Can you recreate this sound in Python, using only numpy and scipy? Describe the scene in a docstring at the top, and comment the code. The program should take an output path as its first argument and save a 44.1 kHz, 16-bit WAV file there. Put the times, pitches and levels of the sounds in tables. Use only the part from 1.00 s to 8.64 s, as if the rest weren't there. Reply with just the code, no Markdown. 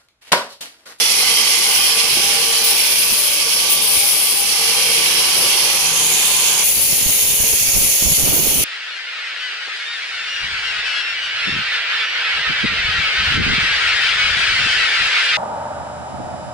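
"""A band saw rips a log lengthwise, heard close up through two small microphone ports.
From the start teeth rasp and whistle in the kerf, chips hiss, narrow rings swell, and frame and iron drone.
Wood soon pinches the blade in bursts of rubbing; low knocks and faint bursts of low noise come and go.
The whistle rises from about 4.65 s; at 5.64 s the listening place moves to the other side of the saw,
where a motor whines and a draught buffets the right port. Shaped noise, tooth pulses and sines make it all."""
import sys
import numpy as np
from scipy import signal
from scipy.fft import rfft, irfft, next_fast_len
from scipy.io import wavfile
from scipy.ndimage import uniform_filter1d, map_coordinates

SR = 44100
rng = np.random.default_rng(int(sys.argv[2]) if len(sys.argv) > 2 else 0)


def to_wav(s):
    """Save 16-bit WAV."""
    ch = np.atleast_2d(s).T  # columns
    pcm = np.round(np.clip(ch, -1, 1) * 32767)  # PCM
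    wavfile.write(sys.argv[1], SR, pcm.astype(np.int16))


N = 336924
T = np.arange(N) / SR  # time in s
MOVE_S = 5.64  # when the listening place moves


def amp(db):
    """Level law: 20 dB is a factor of ten in amplitude."""
    return 10 ** (np.asarray(db) / 20)


def unit(x):
    """Normalisation to a root-mean-square of 1."""
    return x / np.sqrt(np.mean(x ** 2) + 1e-20)


def along(points, hz):
    """Interpolation of (f, value) points on a logarithmic frequency axis."""
    f, values = np.transpose(points)
    return np.interp(np.log(hz + 1), np.log(f + 1), values)


def curves(rows):
    """Linear interpolation in time: one curve for each column after the time."""
    times, *columns = np.transpose(rows)
    return [np.interp(T, times, column) for column in columns]


def wobble(rate):
    """Band-limited random modulation: a smooth curve through `rate` random knots a second, at rms 1."""
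    knots = rng.standard_normal(16384)
    coarse = T[::8]
    smooth = map_coordinates(knots, [coarse * rate], mode="wrap")
    return unit(np.interp(T, coarse, smooth))


def filtered(x, response):
    """Linear filtering: the spectrum is multiplied by a response of frequency."""
    m = next_fast_len(N + 8192)
    hz = np.fft.rfftfreq(m, 1 / SR)
    return irfft(rfft(x, m) * response(hz), m)[..., :N]


def coloured(x, spectrum):
    """Spectral shaping: x is weighted by (f, dB) points and brought to rms 1."""
    return unit(filtered(x, lambda hz: amp(along(spectrum, hz))))


def white():
    """White noise: equal power at all frequencies, uncorrelated between the ports."""
    return rng.standard_normal((2, N))


def patchy(x, depth_db, size):
    """Random spectro-temporal modulation: gains drift in patches of size (bins, frames)."""
    z = signal.stft(x, nperseg=2048)[2]
    field = rng.standard_normal(z.shape)
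    for axis in (1, 2, 1, 2):
        field = uniform_filter1d(field, size[axis - 1], axis)
    return signal.istft(z * amp(depth_db * unit(field)), nperseg=2048)[1][:, :N]


def swells(rows):
    """Gaussian envelopes: each (centre, reach, dB) bell falls by e squared at its reach."""
    total = 0
    for centre, reach, db in rows:
        total = total + amp(db) * np.exp(-2 * np.minimum(((T - centre) / reach) ** 2, 20))
    return total


def held(start, length, attack_s, release_s, sag_db_per_s):
    """Attack, exponential decay and release: an envelope rises, sags while it holds, and lets go."""
    age = T - start
    attack = np.clip(age / attack_s, 0, 1)
    release = np.clip((length - age) / release_s + .5, 0, 1)
    return attack * release * amp(-sag_db_per_s * np.clip(age, 0, None))


def behind():
    """Crossfade of listening place: 0 at the first, 1 at the second, within 10 ms."""
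    return np.clip((T - MOVE_S) * 100 + .5, 0, 1)


# Coherence of the sound field at the two ports: f/Hz, left-right likeness [0 to 1]
PORT_LIKENESS = [(40, 0.51), (130, 0.98), (640, 0.75), (1000, 0.71), (1500, 0), (3000, 0.14)]


def port_angle(hz):
    """Correlation as an angle: half the arccosine of the left-right likeness."""
    return np.arccos(np.clip(along(PORT_LIKENESS, hz), -1, 1)) / 2


def spread(pair):
    """Spatial coherence: long waves reach both ports alike, short ones do not."""
    split = lambda hz: np.array([np.cos(port_angle(hz)), np.sin(port_angle(hz))])
    mid, side = filtered(pair, split)
    return np.array([mid + side, mid - side])


def from_right(x, lag_s):
    """Interaural-type delay: sound from the right reaches the left port a little later."""
    return filtered(x, lambda hz: np.exp(1j * np.pi * hz * lag_s * np.array([[-1], [1]])))


def tones(rows, steady):
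    """Narrow-band lines: a steady phasor plus one that fades and wavers, from (f, width, dB) rows."""
    out = np.zeros((2, N))
    for hz, width, db in rows:
        wavering = wobble(1.5 * width) + 1j * wobble(1.5 * width)
        swell = np.sqrt(steady) + np.sqrt((1 - steady) / 2) * wavering
        apart = port_angle(hz)
        port_phases = np.exp([[1j * apart], [-1j * apart]])
        line = swell * np.exp(2j * np.pi * hz * T)
        out += amp(db) * np.sqrt(2) * np.real(port_phases * line)
    return out


# How hard the log is fed into the teeth: t/s, load/dB
FEED_LOAD = [(0, 1), (1.5, 1.3), (2.1, -1.5), (2.7, -0.5), (3, -2), (3.48, -2), (3.6, .5), (4.45, 1.45),
             (4.9, 0.1), (5.3, 0.4), (7.64, -1)]


def load():
    """Feed force as a driving level, in dB."""
    return curves(FEED_LOAD)[0]


def level(first_db, second_db, per_load):
    """Source level in dB: set by the listening place, raised in proportion to the load."""
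    return first_db + (second_db - first_db) * behind() + per_load * load()


# Tooth strikes on steel, spectral shape: f/Hz, relative level/dB
STRIKE_SPECTRUM = [(2000, 0.5), (9000, -4), (9950, 3), (10400, 5), (10850, 3.5), (11400, 8), (13000, -4),
                   (14500, -8), (16000, -1)]


def teeth(flutter):
    """Periodic excitation: one pulse per tooth; speed flutters and scattered paths smear each pulse."""
    tooth_hz = 452.2
    speed = 1 + flutter * wobble(70) + .0012 * wobble(3)
    turns = np.cumsum(tooth_hz * speed) / SR
    offset = (turns % 1 - .5) * SR / tooth_hz  # samples from the nearest strike
    paths = rng.standard_normal((2, 40))  # one random phase per port and tooth harmonic

    def scatter(hz):
        """Dispersion: each harmonic takes its own phase."""
        harmonic = np.minimum(np.rint(hz / tooth_hz).astype(int), paths.shape[1] - 1)
        return np.exp(2j * np.pi * paths[:, harmonic])

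    return coloured(unit(filtered(np.sinc(offset), scatter)), STRIKE_SPECTRUM)


def bite(pulses, share):
    """Power-preserving mixture: regular tooth strikes with the noise of tearing fibres."""
    return np.sqrt(share) * pulses + np.sqrt(1 - share) * white()


def modes(rows):
    """Modal resonance: narrow (f, width, dB) bands kept ringing by noise as random blows."""
    def bells(hz):
        """Superposed modal power, as an amplitude response."""
        power = sum(amp(2 * db) / width * np.exp(-((hz - centre) / width * 2) ** 2)
                    for centre, width, db in rows)
        return np.sqrt(power)

    total = np.sqrt(sum(amp(2 * db) for _, _, db in rows))
    return total * unit(filtered(white(), bells))


# Rasp of the teeth in the wood: level/dB at first place, level/dB at second, dB per dB of load
RASP_LEVELS = (-22.6, -25.5, 0.98)
# Rasp spectral density: f/Hz, relative level/dB per Hz
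RASP_SPECTRUM = [(1000, -34), (1600, -27.5), (2050, -3), (2500, 1), (3300, 1.5), (3780, -2.5), (4300, 1),
                 (5500, -4), (7500, -8.5), (9500, -10.5), (16000, -47)]
# Bending modes of the blade: f/Hz, width/Hz, level/dB relative to the rasp at the first place
BENDING_MODES = [(2315, 34, -22), (2890, 40, -22), (2948, 60, -16), (3168, 28, -15), (3284, 130, -16.5)]


def rasp(pulses, grain):
    """Forced vibration: tearing fibres excite a broad band and the blade's bending modes."""
    tearing = patchy(bite(pulses, share=.02), depth_db=2.3, size=(4, 6))
    # the modes all but vanish at the second place
    ringing = amp(-42 * behind()) * patchy(modes(BENDING_MODES), depth_db=2, size=(3, 8))
    rasp_db = level(*RASP_LEVELS) + 0.36 * grain + 0.79 * wobble(40)
    return amp(rasp_db) * (coloured(tearing, RASP_SPECTRUM) + ringing)


# Kerf whistle before damping: level/dB at first place, level/dB at second, dB per dB of load
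WHISTLE_LEVELS = (-24.5, -25.5, 0.52)
# It rises as the blade nears the end of the log: t/s, f/Hz, emphasis/dB
KERF_PATH = [(0, 5158, 1), (4.65, 5215, -1.6), (5.08, 6800, 1.5), (5.55, 6780, 1.8), (5.75, 6680, -2),
             (7, 6540, 3), (7.64, 6540, -1.5)]


def kerf_whistle(grain, pinch):
    """Moving resonance: low-pass noise modulates a gliding carrier; rubbing damps it."""
    centre_hz, emphasis_db = curves(KERF_PATH)
    width_hz = 930
    phase = 2 * np.pi * np.cumsum(centre_hz) / SR
    slow = lambda: filtered(white(), lambda hz: 1 / (1 + (hz / width_hz) ** 2))
    band = unit(slow() * np.cos(phase) + slow() * np.sin(phase))
    whistle_db = level(*WHISTLE_LEVELS) + emphasis_db + 0.15 * grain + 0.6 * wobble(30)
    pinch_damping = 1.4  # how strongly the rubbing smothers the whistle
    return amp(whistle_db) * patchy(band, depth_db=2.5, size=(4, 4)) / (1 + pinch_damping * pinch)


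# Hiss of the chips: level/dB at first place, level/dB at second, dB per dB of load
CHIP_LEVELS = (-26, -25.5, .3)
# Chip spectral density: f/Hz, relative level/dB per Hz
CHIP_SPECTRUM = [(5000, -16), (7500, -4.5), (8500, 2.5), (10500, 4), (12000, -1), (13300, 0.5),
                 (16000, -31)]


def chips(pulses, regular, modulation_db):
    """Granular noise: chips hiss out of the kerf in uneven spurts."""
    spray = patchy(bite(pulses, regular), depth_db=2.0, size=(5, 3))
    return amp(level(*CHIP_LEVELS) + modulation_db) * coloured(spray, CHIP_SPECTRUM)


# Rubbing between pinches: level/dB at first place, level/dB at second, dB per dB of load
RUB_LEVELS = (-34, -22, 0.1)
# Rub spectral density: f/Hz, relative level/dB per Hz
RUB_SPECTRUM = [(7000, -57), (10500, -4), (12500, -2), (13500, -4), (14500, 7), (16000, -5)]


def rub(pulses, regular, pinch, modulation_db):
    """Sliding friction: the wood's pressure on the blade's side sets the level of a pulsing fizz."""
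    pressure = np.hypot(amp(level(*RUB_LEVELS)), pinch)
    sliding = patchy(bite(pulses, 0.92 * regular), depth_db=3.5, size=(5, 3))
    return pressure * amp(modulation_db) * coloured(sliding, RUB_SPECTRUM)


# Narrow, unsteady rings that swell and fade, 2 to 3.6 kHz: centre t/s, reach/s, f/Hz, level/dB
UNSTEADY_RINGS = [(.02, 0.23, 3420, -28), (.3, 1, 2087, -32), (.37, 0.22, 3166, -26),
                  (.83, .22, 3170, -27.5), (1.25, .4, 2254, -35), (1.55, .28, 3060, -32),
                  (3.948, .4, 2245, -32.5), (5.298, .4, 3630, -30.5)]


def unsteady_rings():
    """Narrow-band noise: wavering lines swell and fade under Gaussian envelopes."""
    total = np.zeros((2, N))
    for s, reach, hz, db in UNSTEADY_RINGS:
        total += swells([(s, reach, db)]) * tones([(hz, 170, 0)], steady=0)
    return total


# The kerf closes and pinches the blade: start t/s, length/s, rub level/dB, extra chips/dB, extra chatter/dB
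KERF_PINCHES = [(0.697, 0.18, -29, 2, -2), (1.63, 0.74, -25.5, 2.5, 1.8), (2.687, 0.074, -20, 5, 0),
                (2.812, 0.63, -26.5, 4, 0.5), (4.353, 0.16, -40, 3, -1), (5.04, 0.65, -28, 1.5, -2),
                (7.27, 0.27, -23, -3, 0)]


def pinching():
    """Normal force in friction: each grip adds rub amplitude, dB of chips and dB of chatter."""
    grips = np.array([held(s, length, attack_s=0.017, release_s=0.057, sag_db_per_s=4)
                      for s, length, *_ in KERF_PINCHES])
    _, _, rub_db, chips_db, chatter_db = np.transpose(KERF_PINCHES)
    return np.array([amp(rub_db), chips_db, chatter_db]) @ grips


def blade():
    """Common excitation: the same teeth, grain and pinches drive the blade's rasp, whistle, chips and rub."""
    pinch, extra_chips_db, pinch_chatter_db = pinching()
    pulses = teeth(flutter=.0026)
    regular = .02 + .08 * behind()  # share of regular tooth strikes
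    grain = wobble(26)  # hard and soft streaks in the wood
    spurts_db = 0.67 * wobble(70) + 0.12 * wobble(7)  # dust leaves the kerf unevenly
    sway = np.sin(2 * np.pi * np.cumsum(15.0 + 1.06 * wobble(6.2)) / SR)  # about 15 Hz
    chatter = (.4 + pinch_chatter_db) * sway
    chip_modulation_db = extra_chips_db + .5 * grain + spurts_db + .25 * chatter
    rub_modulation_db = 0.44 * grain + 0.84 * spurts_db + chatter
    cutting = rasp(pulses, grain) + kerf_whistle(grain, pinch)
    spray = chips(pulses, regular, chip_modulation_db)
    rubbing = rub(pulses, regular, pinch, rub_modulation_db)
    return cutting + spray + rubbing + unsteady_rings()


# Rumble before throbbing: level/dB at first place, level/dB at second, dB per dB of load
RUMBLE_LEVELS = (-38.5, -41.5, .9)
# Rumble spectral density: f/Hz, relative level/dB per Hz
RUMBLE_SPECTRUM = [(20, -20), (60, -13.5), (130, -11), (215, -1), (275, -9.5), (350, 0), (450, 2),
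                   (620, -1), (690, -8), (1000, -14), (3000, -62)]


def rumble():
    """Amplitude modulation: the turning wheels make low noise throb."""
    wheel = np.sin(2 * np.pi * np.cumsum(10.55 + .1 * wobble(2)) / SR)  # about 10.55 Hz
    return amp(level(*RUMBLE_LEVELS) + 2.4 * wheel) * coloured(white(), RUMBLE_SPECTRUM)


# Noise of the frame: level/dB at first place, level/dB at second, dB per dB of load
FRAME_LEVELS = (-33.5, -39.5, 1.4)
# Frame spectral density: f/Hz, relative level/dB per Hz
FRAME_SPECTRUM = [(400, -45), (690, -6.5), (760, 1.5), (1100, -0.5), (1350, -2), (1750, -1.5),
                  (2300, -10.5), (5000, -43)]


def frame_noise():
    """Structure-borne sound: patchy noise of the frame grows with load."""
    noise = patchy(white(), depth_db=2.0, size=(2, 12))
    return amp(level(*FRAME_LEVELS) + 0.82 * wobble(14)) * coloured(noise, FRAME_SPECTRUM)


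# Frame rings at the first place: f/Hz, width/Hz, level/dB at 0 dB load
FRAME_RINGS = [(1155, 14, -41.5), (1210, 9.4, -49.5), (1531, 14, -47)]
# Two drones near the tooth rate: f/Hz, width/Hz, level/dB at 0 dB load
BEATING_DRONES = [(456, 4, -45.5), (466, 4, -45.5)]
# Steady whine of the drive at the first place: f/Hz, width/Hz, level/dB
DRIVE_WHINE = [(104.5, 2, -59.5), (588, 2, -47)]
# Drones at the second place: f/Hz, width/Hz, level/dB
DRONES_BEHIND = [(454, 4, -47), (870, 16, -53), (1275, 7.5, -62), (1560, 8, -64), (1843, 4.6, -53.5)]


def drone():
    """Resonance and beats: frame lines grow with load, and two close drones interfere."""
    rings = amp(load()) * tones(FRAME_RINGS, steady=0.2)
    beating = amp(2 * load()) * tones(BEATING_DRONES, steady=0.35)  # 2 dB per dB of load
    front = rings + beating + tones(DRIVE_WHINE, steady=0.69)
    return (1 - behind()) * front + behind() * tones(DRONES_BEHIND, steady=0.75)


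# Swells of the drive's hum: centre t/s, reach/s, level/dB
DRIVE_HUM_SWELLS = [(.5, .8, -46), (1.35, 0.39, -37.5), (3, 0.38, -41), (3.62, 0.47, -39.5), (4.8, .9, -45)]


def drive_hum():
    """Narrow-band modulation: an 807 Hz hum swells above its floor of -56 dB."""
    return (amp(-56) + swells(DRIVE_HUM_SWELLS)) * tones([(807, 14, 0)], steady=0.55)


def machine():
    """Superposition: the broad noise is spread between the ports and the lines are added."""
    return spread(rumble() + frame_noise()) + drone() + drive_hum()


# Swells of low rolling noise: centre t/s, reach/s, level/dB before roughness
ROLLING_SWELLS = [(1.25, .45, -46), (2.15, 0.28, -55), (2.8, 0.42, -51), (3.9, 0.57, -50),
                  (5.1, 0.9, -46.5)]
# Rolling spectral density: f/Hz, relative level/dB per Hz
ROLLING_SPECTRUM = [(20, -6), (50, -10), (110, -3), (170, -3.5), (280, -10), (700, -40)]
# Short low knocks and longer low noise swells: centre t/s, reach/s, level/dB
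LOW_KNOCKS = [(1.173, 0.0029, -19), (1.197, 0.022, -31), (1.4, 0.22, -41), (2.78, 0.24, -40.5),
              (4.43, 0.11, -31.5)]
# Knock spectral density: f/Hz, relative level/dB per Hz
KNOCK_SPECTRUM = [(30, -17), (130, -3), (400, 4), (600, 4.5), (1200, -26), (4000, -55)]
# Rings of the iron carriage: f/Hz, width/Hz, level/dB once near
IRON_RINGS = [(161, 5, -49.5), (355, 3, -46.5), (523.6, 2.6, -46), (757, 12, -45), (904, 10, -45),
              (947, 8.7, -45.5), (1017, 6, -41), (1033, 5, -47.5)]


def carriage():
    """Enveloped noise and resonance: low rolling and knocks; iron rings louder as its head draws near."""
    floor_db = -60  # rolling between swells
    rolling = (amp(floor_db) + swells(ROLLING_SWELLS)) * amp(1.4 * wobble(22))
    rolling = rolling * coloured(white(), ROLLING_SPECTRUM)
    knocks = swells(LOW_KNOCKS) * coloured(white(), KNOCK_SPECTRUM)
    near_s, approach_s, far_db = 3.62, .5, -8.5  # middle and length of the approach, gain before it
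    far = np.clip((near_s - T) / approach_s + .5, 0, 1)
    iron = (1 - behind()) * amp(far_db * far) * tones(IRON_RINGS, steady=0.23)
    return spread(rolling + knocks) + iron


# Bursts of low noise on the right, two faint early, then strong gusts:
# start t/s, length/s, low push level/dB, bright flapping level/dB (at onset)
AIR_BURSTS = [(1.05, .6, -48, -65), (2.25, .12, -43, -60), (5.76, .1, -40, -48), (5.867, 0.097, -32, -40),
              (5.998, 0.12, -36, -42), (6.2, .15, -37, -42), (6.39, 0.17, -35, -38),
              (6.595, 0.15, -32, -48), (6.73, 0.18, -25.5, -36), (7.006, .13, -20.5, -31),
              (7.17, 0.1, -23, -29), (7.259, 0.4, -24.5, -22.5)]
# Single puffs on the right port: centre t/s, reach/s, level/dB
AIR_PUFFS = [(2.125, 0.021, -27), (5.905, .006, -32), (6.012, .007, -29), (6.342, .012, -28),
             (5.773, .009, -26), (2.975, 0.019, -26.5), (5.93, 0.0092, -25), (6.063, 0.0085, -20),
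             (6.095, .01, -18.5), (6.405, 0.01, -20), (6.438, .0052, -17), (6.535, .0094, -24)]
# Spectral density of the low push: f/Hz, relative level/dB per Hz
PUSH_SPECTRUM = [(20, -0.5), (80, 0.5), (160, -2), (300, -12), (600, -14.5), (1500, -33), (5000, -67)]
# Spectral density of the bright flapping: f/Hz, relative level/dB per Hz
FLAP_SPECTRUM = [(60, -16), (180, 0), (350, 0), (550, -3), (900, -11.5), (1600, -20), (5000, -52)]


def draught():
    """Turbulent pressure: bursts of low noise buffet the right port and hardly touch the left."""
    bursts = np.array([held(s, length, attack_s=0.016, release_s=0.018, sag_db_per_s=14)
                       for s, length, *_ in AIR_BURSTS])
    _, _, push_db, flap_db = np.transpose(AIR_BURSTS)
    puffs = swells(AIR_PUFFS)
    breeze = behind() * amp(-40.5)  # the air between bursts, at the second place
    push = (breeze + amp(push_db) @ bursts) * amp(2.6 * wobble(60)) + puffs
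    flap = (amp(flap_db) @ bursts) * amp(2.2 * wobble(70)) + amp(-9) * puffs  # puffs have a bright edge
    air = push * coloured(white(), PUSH_SPECTRUM) + flap * coloured(white(), FLAP_SPECTRUM)
    return air * amp([[-24], [0]])  # left, right


def motor():
    """Phase integration: a clean whine at the second place slows a little in the cut and wavers in level."""
    whine_hz = 565 - 3.16 * (T - MOVE_S)  # falls 3.16 Hz each second
    whine = np.sqrt(2) * np.sin(2 * np.pi * np.cumsum(whine_hz) / SR)
    return behind() * amp(-46 + 0.95 * wobble(11)) * whine


def scene():
    """Superposition: blade, machine, carriage and motor sum; the draught acts on the ports themselves."""
    return blade() + from_right(machine() + carriage() + motor(), lag_s=.00006) + draught()


# Tone colour of the left channel, peak near 10 kHz and dip near 6.3 kHz: f/Hz, level/dB
LEFT_COLOUR = [(1100, -0.5), (1600, -1.5), (2500, 2), (4300, -2.5), (5300, -6.5), (6300, -16), (7050, -10),
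               (7700, 0.5), (9000, 6), (9500, 11.5), (10700, 12), (11500, 5.5), (13700, 1), (15000, -22)]
# Tone colour of the right channel, dip near 9.7 kHz: f/Hz, level/dB
RIGHT_COLOUR = [(1100, -0.5), (2100, 5.5), (3800, 4.5), (5200, 6), (6500, 7), (8200, 2.5), (9000, -3.5),
                (9700, -22), (10500, -15), (11000, 1), (13200, 2), (14300, 3.5), (15500, 8)]


def record(dry):
    """Frequency response and band limiting: each channel has its tone colour; nothing passes above 15550 Hz."""
    colours = lambda hz: amp([along(LEFT_COLOUR, hz), along(RIGHT_COLOUR, hz)])
    return filtered(dry, lambda hz: colours(hz) * (hz < 15550))


dry = scene()
out = record(dry)
to_wav(out)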